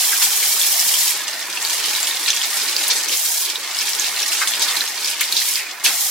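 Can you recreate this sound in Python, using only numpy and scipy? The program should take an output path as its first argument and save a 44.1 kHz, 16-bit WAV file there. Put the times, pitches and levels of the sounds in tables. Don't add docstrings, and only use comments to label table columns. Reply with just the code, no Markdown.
import sys
import numpy as np
from scipy import signal
from scipy.fft import rfft, irfft
from scipy.io import wavfile

SR = 44100
rng = np.random.default_rng(int(sys.argv[2]) if len(sys.argv) > 2 else 0)


def wav_out(sig):
    wavfile.write(sys.argv[1], SR, np.round(np.clip(np.atleast_2d(sig).T, -1, 1) * 32767).astype(np.int16))


N = 269186
TIME = np.arange(N) / SR

# start_s, end_s, cut_s, fizz_db, bubbles_db
FREE_JET = [(-0.1, 1.131, 0.044, -22, -27.5), (3.11, 3.46, 0.027, -25, -30),
            (5.355, 5.575, 0.12, -25.5, -27.5), (5.876, 6.2, .08, -25, -33.5)]
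# start_s, end_s, close_s, spill_s, loss_db
CUPPED = [(1.19, 1.568, 0.19, 0.16, 10.5), (2.18, 2.234, .02, .02, 2), (3.058, 3.077, .01, .006, 11),
          (3.536, 3.724, .08, .14, 9.5), (4.017, 4.282, .05, 0.13, 1.5), (4.8, 5.046, 0.049, 0.027, 4),
          (5.134, 5.199, 0.026, .01, 8.5), (5.64, 5.838, 0.14, .012, 20.5)]
# time_s, patter_db
RUNOFF = [(1.15, -33.5), (1.5, -33.5), (2.1, -31.5), (2.35, -33), (3.02, -30.5), (3.15, -38), (3.65, -34),
          (3.9, -34), (4.15, -32), (4.35, -33), (4.75, -28.5), (4.9, -34.5), (5.3, -35), (5.8, -36.5)]
# start_s, pitch_hz, peak_db
PLINKS = [(0.131, 1620, -14), (0.428, 2200, -15), (0.596, 7400, -8), (0.614, 3430, -7.5), (0.795, 5360, -4),
          (0.9408, 3120, -9), (1.573, 2700, -13.5), (1.6266, 7540, -8), (1.65, 4330, -7), (1.951, 3760, -9),
          (2.03, 7400, -5), (2.1105, 3760, -10.5), (2.262, 3880, -10), (2.3036, 6160, -3.5),
          (2.3044, 3500, -5.5), (2.4157, 3230, -8), (2.7652, 4700, -2), (3.085, 5800, -8),
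          (3.0947, 2970, -12), (3.1367, 3940, -11), (3.173, 6890, -7), (3.487, 3050, -17),
          (3.5573, 3700, -9), (3.788, 5230, -7), (3.9971, 6500, -2.5), (4.163, 4140, -12),
          (4.229, 5560, -8), (4.474, 3500, -8), (4.7696, 4200, -7), (4.808, 4040, -5.5),
          (4.818, 1720, -14.5), (5.0464, 4860, -7), (5.2142, 2260, -9), (5.325, 4100, -5),
          (5.3677, 3880, -4), (5.417, 1930, -18), (5.863, 2520, -5.5)]
# peak_time_s, decay_s, centre_hz, level_db, width_octaves
SPLASHES = [(0.127, 0.011, 1940, -22.5, .9), (0.226, 0.021, 3000, -18.5, 2.5),
            (0.436, 0.016, 2500, -26, 1.7), (1.282, 0.0063, 4200, -22.5, 1.8),
            (1.85, 0.035, 3540, -24.5, .8), (2.287, 0.02, 3670, -16, 1.2), (2.461, 0.016, 11000, -27, .9),
            (2.835, 0.0077, 4800, -23, 2.3), (2.882, 0.0073, 10000, -18, 1.3), (2.91, 0.018, 4440, -16, 1),
            (2.968, 0.028, 6000, -21, 1.24), (3.13, .021, 3520, -20, 1.5), (4.391, 0.049, 4970, -24.5, 1.5),
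            (4.42, .016, 1530, -19, 0.72), (4.481, 0.012, 6400, -18.5, 1.3),
            (4.54, 0.035, 3970, -25.5, 0.68), (4.626, 0.03, 4670, -18.5, 0.85),
            (4.686, 0.013, 3860, -21.5, 0.6), (5.082, 0.014, 4230, -28, 1.9),
            (5.135, 0.011, 2700, -24.5, 0.54), (5.211, 0.0064, 7000, -16, 2.3),
            (5.216, 0.026, 2300, -23.5, 1.2), (5.375, 0.034, 4440, -20.5, 0.81),
            (5.595, 0.066, 2130, -28.5, 0.48), (5.848, 0.012, 8500, -17, 1.5),
            (5.859, 0.018, 3550, -15, 1.54), (5.885, 0.063, 2350, -22.5, 2.8)]
# time_s, peak_db
BUMPS = [(1.055, -61), (1.575, -63), (1.96, -55), (2.3, -55), (3.095, -60), (3.8, -59), (3.997, -51),
         (4.48, -67), (5.335, -60), (5.86, -58)]
# frequency_hz, level_db (per Hz)
FIZZ = [(400, -37), (1500, -18), (3000, -5), (5000, 0), (7000, 1.5), (9000, 2), (10500, 2.1), (13000, 0.5),
        (14500, 1.5), (16000, -5.5)]
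# frequency_hz, level_db (per Hz)
BUBBLES = [(400, -22), (1500, -17), (2200, -5), (3000, -1.5), (3800, -0.5), (5000, -1), (6300, -4.5),
           (8000, -8), (11000, -18)]
# frequency_hz, level_db (per Hz)
PATTER = [(300, -40), (600, -8.5), (800, -6), (1000, 1.5), (1350, 0), (1800, -1.5), (2300, 2), (3000, -6.5),
          (5000, -23), (9000, -13)]
# frequency_hz, level_db (per Hz)
THRUM = [(30, -39), (70, -35), (120, -13.5), (170, -14), (250, -8), (330, 3), (420, 2.5), (500, 2),
         (650, 3), (900, 4), (1600, -33)]
# frequency_hz, level_db (per Hz)
GURGLE = [(100, -25), (150, -22.5), (200, -10.5), (250, -16.5), (320, -10.5), (390, -6), (470, -11.5),
          (680, -4), (810, -0.5), (1100, -1), (1380, -5), (1650, -0.5), (2200, 0.5)]
# pitch_hz, width_hz, lift_db
BASIN_MODES = [(164, 14, 3), (188, 34, 8.5), (294, 7.3, 4), (408, 12, 5.5), (825, 13, 4), (910, 41, 2),
               (1494, 46, 3.5), (1697, 30, 7), (1843, 59, 8.5), (2142, 110, 4)]
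# pitch_hz, width_hz, lift_db
DRAIN_MODES = [(3240, 120, 8.6), (4070, 53, 6.3), (5460, 300, 5.6), (6920, 1100, 2.9), (10500, 210, 0.93),
               (12450, 260, 1.7)]
# frequency_hz, side_gain_db
WIDTH = [(60, -2), (200, -16), (400, -15), (700, -13.5), (1300, -9.5), (2400, -7.5), (4400, -3),
         (8000, -.8), (15000, -.6)]

JET_RETURN_S = 0.056
SPRAY_DB, SPRAY_BUBBLES_DB = -29, -26.5
BUBBLES_FOLLOW = 0.53
DRUM_BELOW_PATTER_DB, GURGLE_BELOW_FIZZ_DB = 12, 13
PLINK_CYCLES = 29
SPLASH_RISE = 0.64
DUMP_DB, DUMP_S = -40, 0.045
CUTOFF_HZ = 15850


def stream():
    loss_db = sum(db * spell(start, end, close_s, spill_s) for start, end, close_s, spill_s, db in CUPPED)
    free = 0
    fizz_db = SPRAY_DB - loss_db
    bubble_db = SPRAY_BUBBLES_DB - BUBBLES_FOLLOW * loss_db
    for start, end, cut_s, jet_db, jet_bubbles_db in FREE_JET:
        share = spell(start, end, JET_RETURN_S, cut_s)
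        free = free + share
        fizz_db = fizz_db + share * (jet_db - SPRAY_DB)
        bubble_db = bubble_db + share * (jet_bubbles_db - SPRAY_BUBBLES_DB)
    return np.clip(free, 0, 1), fizz_db, bubble_db


def spell(start, end, rise_s, fall_s):
    rise, fall = (TIME - start) / rise_s, (end - TIME) / fall_s
    return np.clip(.5 + np.minimum(rise, fall), 0, 1)


def wobble(free, jet_db=0.66, broken_db=0.62, per_s=28):
    return (free * jet_db + (1 - free) * broken_db) * drift(per_s)


def fizz(level_db, free, free_per_s=24000, free_spread_db=4.0, broken_per_s=9000, broken_spread_db=4.5,
         flutter_db=1.42, free_trim_db=1.5, broken_trim_db=0.5, dull_hz=11000):
    on_drain = resonate(coloured(impacts(free_per_s, free_spread_db), FIZZ), DRAIN_MODES)
    off_hand = coloured(impacts(broken_per_s, broken_spread_db), FIZZ)
    off_hand = signal.lfilter(*signal.butter(1, dull_hz, fs=SR), off_hand)
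    on_drain = at_level(on_drain * from_db(flutter_db * drift(90)), level_db + free_trim_db)
    off_hand = at_level(off_hand * spurts(), level_db + broken_trim_db)
    return np.sqrt(free) * on_drain + np.sqrt(1 - free) * off_hand


def spurts(per_s=70, decay_s=0.013, depth=0.48, spread_db=2.34):
    landings = np.abs(impacts(per_s, spread_db)[0])
    lumps = signal.lfilter([1], [1, -np.exp(-1 / (decay_s * SR))], landings)
    return rms_one(1 + depth * lumps)


def bubbles(level_db, per_s=5500, spread_db=2.5, cycles=11,
            drips_per_s=170, drip_spread_db=4.5, drip_cycles=12, drips_db=-6.5):
    pitches_hz = np.geomspace(1500, 10000, 26)
    crowd = at_level(ringing(per_s, spread_db, cycles, pitches_hz), 0)
    crowd = crowd * spurts(per_s=70, decay_s=0.0075, depth=0.68)
    drips = at_level(ringing(drips_per_s, drip_spread_db, drip_cycles, pitches_hz), drips_db)
    return at_level(coloured(crowd + drips, BUBBLES), level_db)


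def ringing(per_s, spread_db, cycles, pitches_hz, crowding=0):
    out = 0
    shares = pitches_hz ** crowding / np.sum(pitches_hz ** crowding)
    for hz, share in zip(pitches_hz, shares):
        fade = from_db(-60 * hz / (cycles * SR))
        turn = 2 * np.pi * hz / SR
        clicks = impacts(per_s * share, spread_db)
        rings = signal.lfilter([1, 0, -1], [1, -2 * fade * np.cos(turn), fade * fade], clicks)
        out = out + at_level(rings, 0) * np.sqrt(hz)
    return out


def basin(patter_db, drum_db, drops_per_s=2200, spread_db=2.0, lumps_per_s=1500, lump_spread_db=2.5):
    taps = resonate(coloured(impacts(drops_per_s, spread_db), PATTER), BASIN_MODES)
    drum = resonate(coloured(impacts(lumps_per_s, lump_spread_db), THRUM), BASIN_MODES)
    return at_level(taps, patter_db) + at_level(drum, drum_db)


def drumming(patter_db, free):
    handfuls = sum(np.exp(-((TIME - start) / DUMP_S) ** 2) for start, *_ in FREE_JET)
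    runoff = from_db(patter_db - DRUM_BELOW_PATTER_DB - 10.6 * free)
    return 20 * np.log10(np.hypot(runoff, from_db(DUMP_DB) * handfuls))


def plinks(rise=0.015, side=0.67, birth_cycles=0.51, tick_db=-8, tick_s=0.00031):
    out, t = np.zeros((2, N)), TIME[:SR // 20]
    for s, hz, peak_db in PLINKS:
        age = t * hz / PLINK_CYCLES
        envelope = from_db(-60 * age) * (1 - np.exp(-t * hz / birth_cycles))
        phase = 2 * np.pi * hz * t * (1 + rise * age)
        place = side * rng.uniform(-0.9, 1)
        ring = envelope * np.array([np.sin(phase), place * np.cos(phase)])
        bright_noise = np.diff(rng.standard_normal((2, len(t) + 1))) / 2
        tick = from_db(tick_db) * np.exp(-t / tick_s) * bright_noise
        start = round(s * SR)
        out[:, start:start + len(t)] += from_db(peak_db) * (ring + tick)
    return out


def splashes(per_s=6000, spread_db=1.5):
    out, t = np.zeros((2, N)), TIME[:SR // 4]
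    for s, decay_s, hz, level_db, octaves in SPLASHES:
        edges_hz = [hz / 2 ** (octaves / 2), min(hz * 2 ** (octaves / 2), .45 * SR)]
        band = signal.butter(2, edges_hz, "band", fs=SR, output="sos")
        crowd = signal.sosfilt(band, impacts(per_s, spread_db, size=len(t)))
        start = round((s - .07) * SR)
        since = t + start / SR - s
        swell = (since / (SPLASH_RISE * decay_s)) ** 2
        envelope = np.exp(-np.where(since < 0, swell, since / decay_s))
        out[:, start:start + len(t)] += at_level(crowd, level_db) * envelope
    return out


def gurgle(level_db, per_s=1700, spread_db=1.5, cycles=30, width_db=5.0):
    pitches_hz = np.geomspace(165, 2300, 32)
    churn = coloured(ringing(per_s, spread_db, cycles, pitches_hz, crowding=1.3), GURGLE)
    mid, side = at_level(churn, level_db)
    return np.array([mid, from_db(width_db) * side])


def bumps(width_s=0.0032):
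    return sum(from_db(db) * np.exp(-((TIME - s) / width_s) ** 2) for s, db in BUMPS)


def echoes(x, t60, level_db, gap_s, count):
    t = TIME[:round((gap_s + t60) * SR) + 1]
    places = np.array([drift(45) for _ in range(count)])
    places /= np.sqrt(np.sum(places ** 2, axis=0))
    out = 0
    for share, noise in zip(places, rng.standard_normal((count, 2, SR))):
        tail = noise[:, :len(t)] * from_db(-60 * t / t60) * (t > gap_s)
        tail *= from_db(level_db) / np.sqrt(np.sum(tail ** 2, axis=1, keepdims=True))
        out = out + signal.oaconvolve(x[:1] * share, tail, axes=1)[:, :N]
    return out


def impacts(per_s, spread_db, size=N):
    born = np.flatnonzero(rng.random(size) < per_s / SR)
    chance = rng.random(size)[:len(born)]
    sizes = from_db(spread_db * np.minimum(-np.log(chance), 4.5))
    clicks = np.full((2, size), 1e-18)
    positive = rng.integers(0, 2, (2, size), dtype=bool)[:, :len(born)]
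    clicks[:, born] = np.where(positive, sizes, -sizes)
    return clicks


def resonate(x, modes):
    for hz, width_hz, lift_db in modes:
        peak = signal.lfilter(*signal.iirpeak(hz, hz / width_hz, fs=SR), x)
        x = x + (from_db(lift_db) - 1) * peak
    return x


def coloured(x, spectrum, size=4096):
    hz = np.arange(size // 2 + 1) * SR / size
    cepstrum = irfft(np.log(from_db(at_hz(spectrum, hz))))
    cepstrum[1:size // 2] *= 2
    cepstrum[size // 2 + 1:] = 0
    response = irfft(np.exp(rfft(cepstrum)))
    return signal.fftconvolve(np.atleast_2d(x), response[None], axes=1)[:, :N]


def at_hz(points, hz):
    f, db = np.transpose(points)
    return np.interp(np.log(hz + 1e-9), np.log(f), db)


def drift(rate):
    knots = rng.standard_normal(4096)
    return rms_one(np.interp(TIME * rate, np.arange(len(knots)), knots))


def at_level(x, db):
    return x / np.sqrt(np.mean(x[0] ** 2) + 1e-20) * from_db(db)


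def rms_one(x):
    return x / np.sqrt(np.mean(x ** 2) + 1e-20)


def from_db(db):
    return 10 ** (np.asarray(db) / 20)


def scene():
    free, fizz_db, bubble_db = stream()
    patter_db = np.interp(TIME, *np.transpose(RUNOFF))
    water = fizz(fizz_db + wobble(free), free) + bubbles(bubble_db)
    water += basin(patter_db - 9.2 * free, drumming(patter_db, free))
    water += from_db(3.0) * plinks() + from_db(-0.2) * splashes()
    water += np.sqrt(free) * gurgle(fizz_db - GURGLE_BELOW_FIZZ_DB)
    walls = echoes(water, t60=0.06, level_db=-5, gap_s=0.00074, count=8)
    kitchen = echoes(water, t60=0.14, level_db=-11.5, gap_s=.008, count=2)
    bass_cut = signal.butter(4, 112, "high", fs=SR, output="sos")
    mid, side = signal.sosfilt(bass_cut, water + walls + kitchen)
    mid = mid + bumps()
    side = coloured(side, WIDTH)[0]
    return np.array([mid + side, mid - side]) * from_db([[-.45], [.45]])


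def record(dry):
    top_cut = signal.ellip(12, .1, 80, CUTOFF_HZ, fs=SR, output="sos")
    return signal.sosfilt(top_cut, np.clip(dry, -1, 1))


dry = scene()
out = record(dry)
wav_out(out)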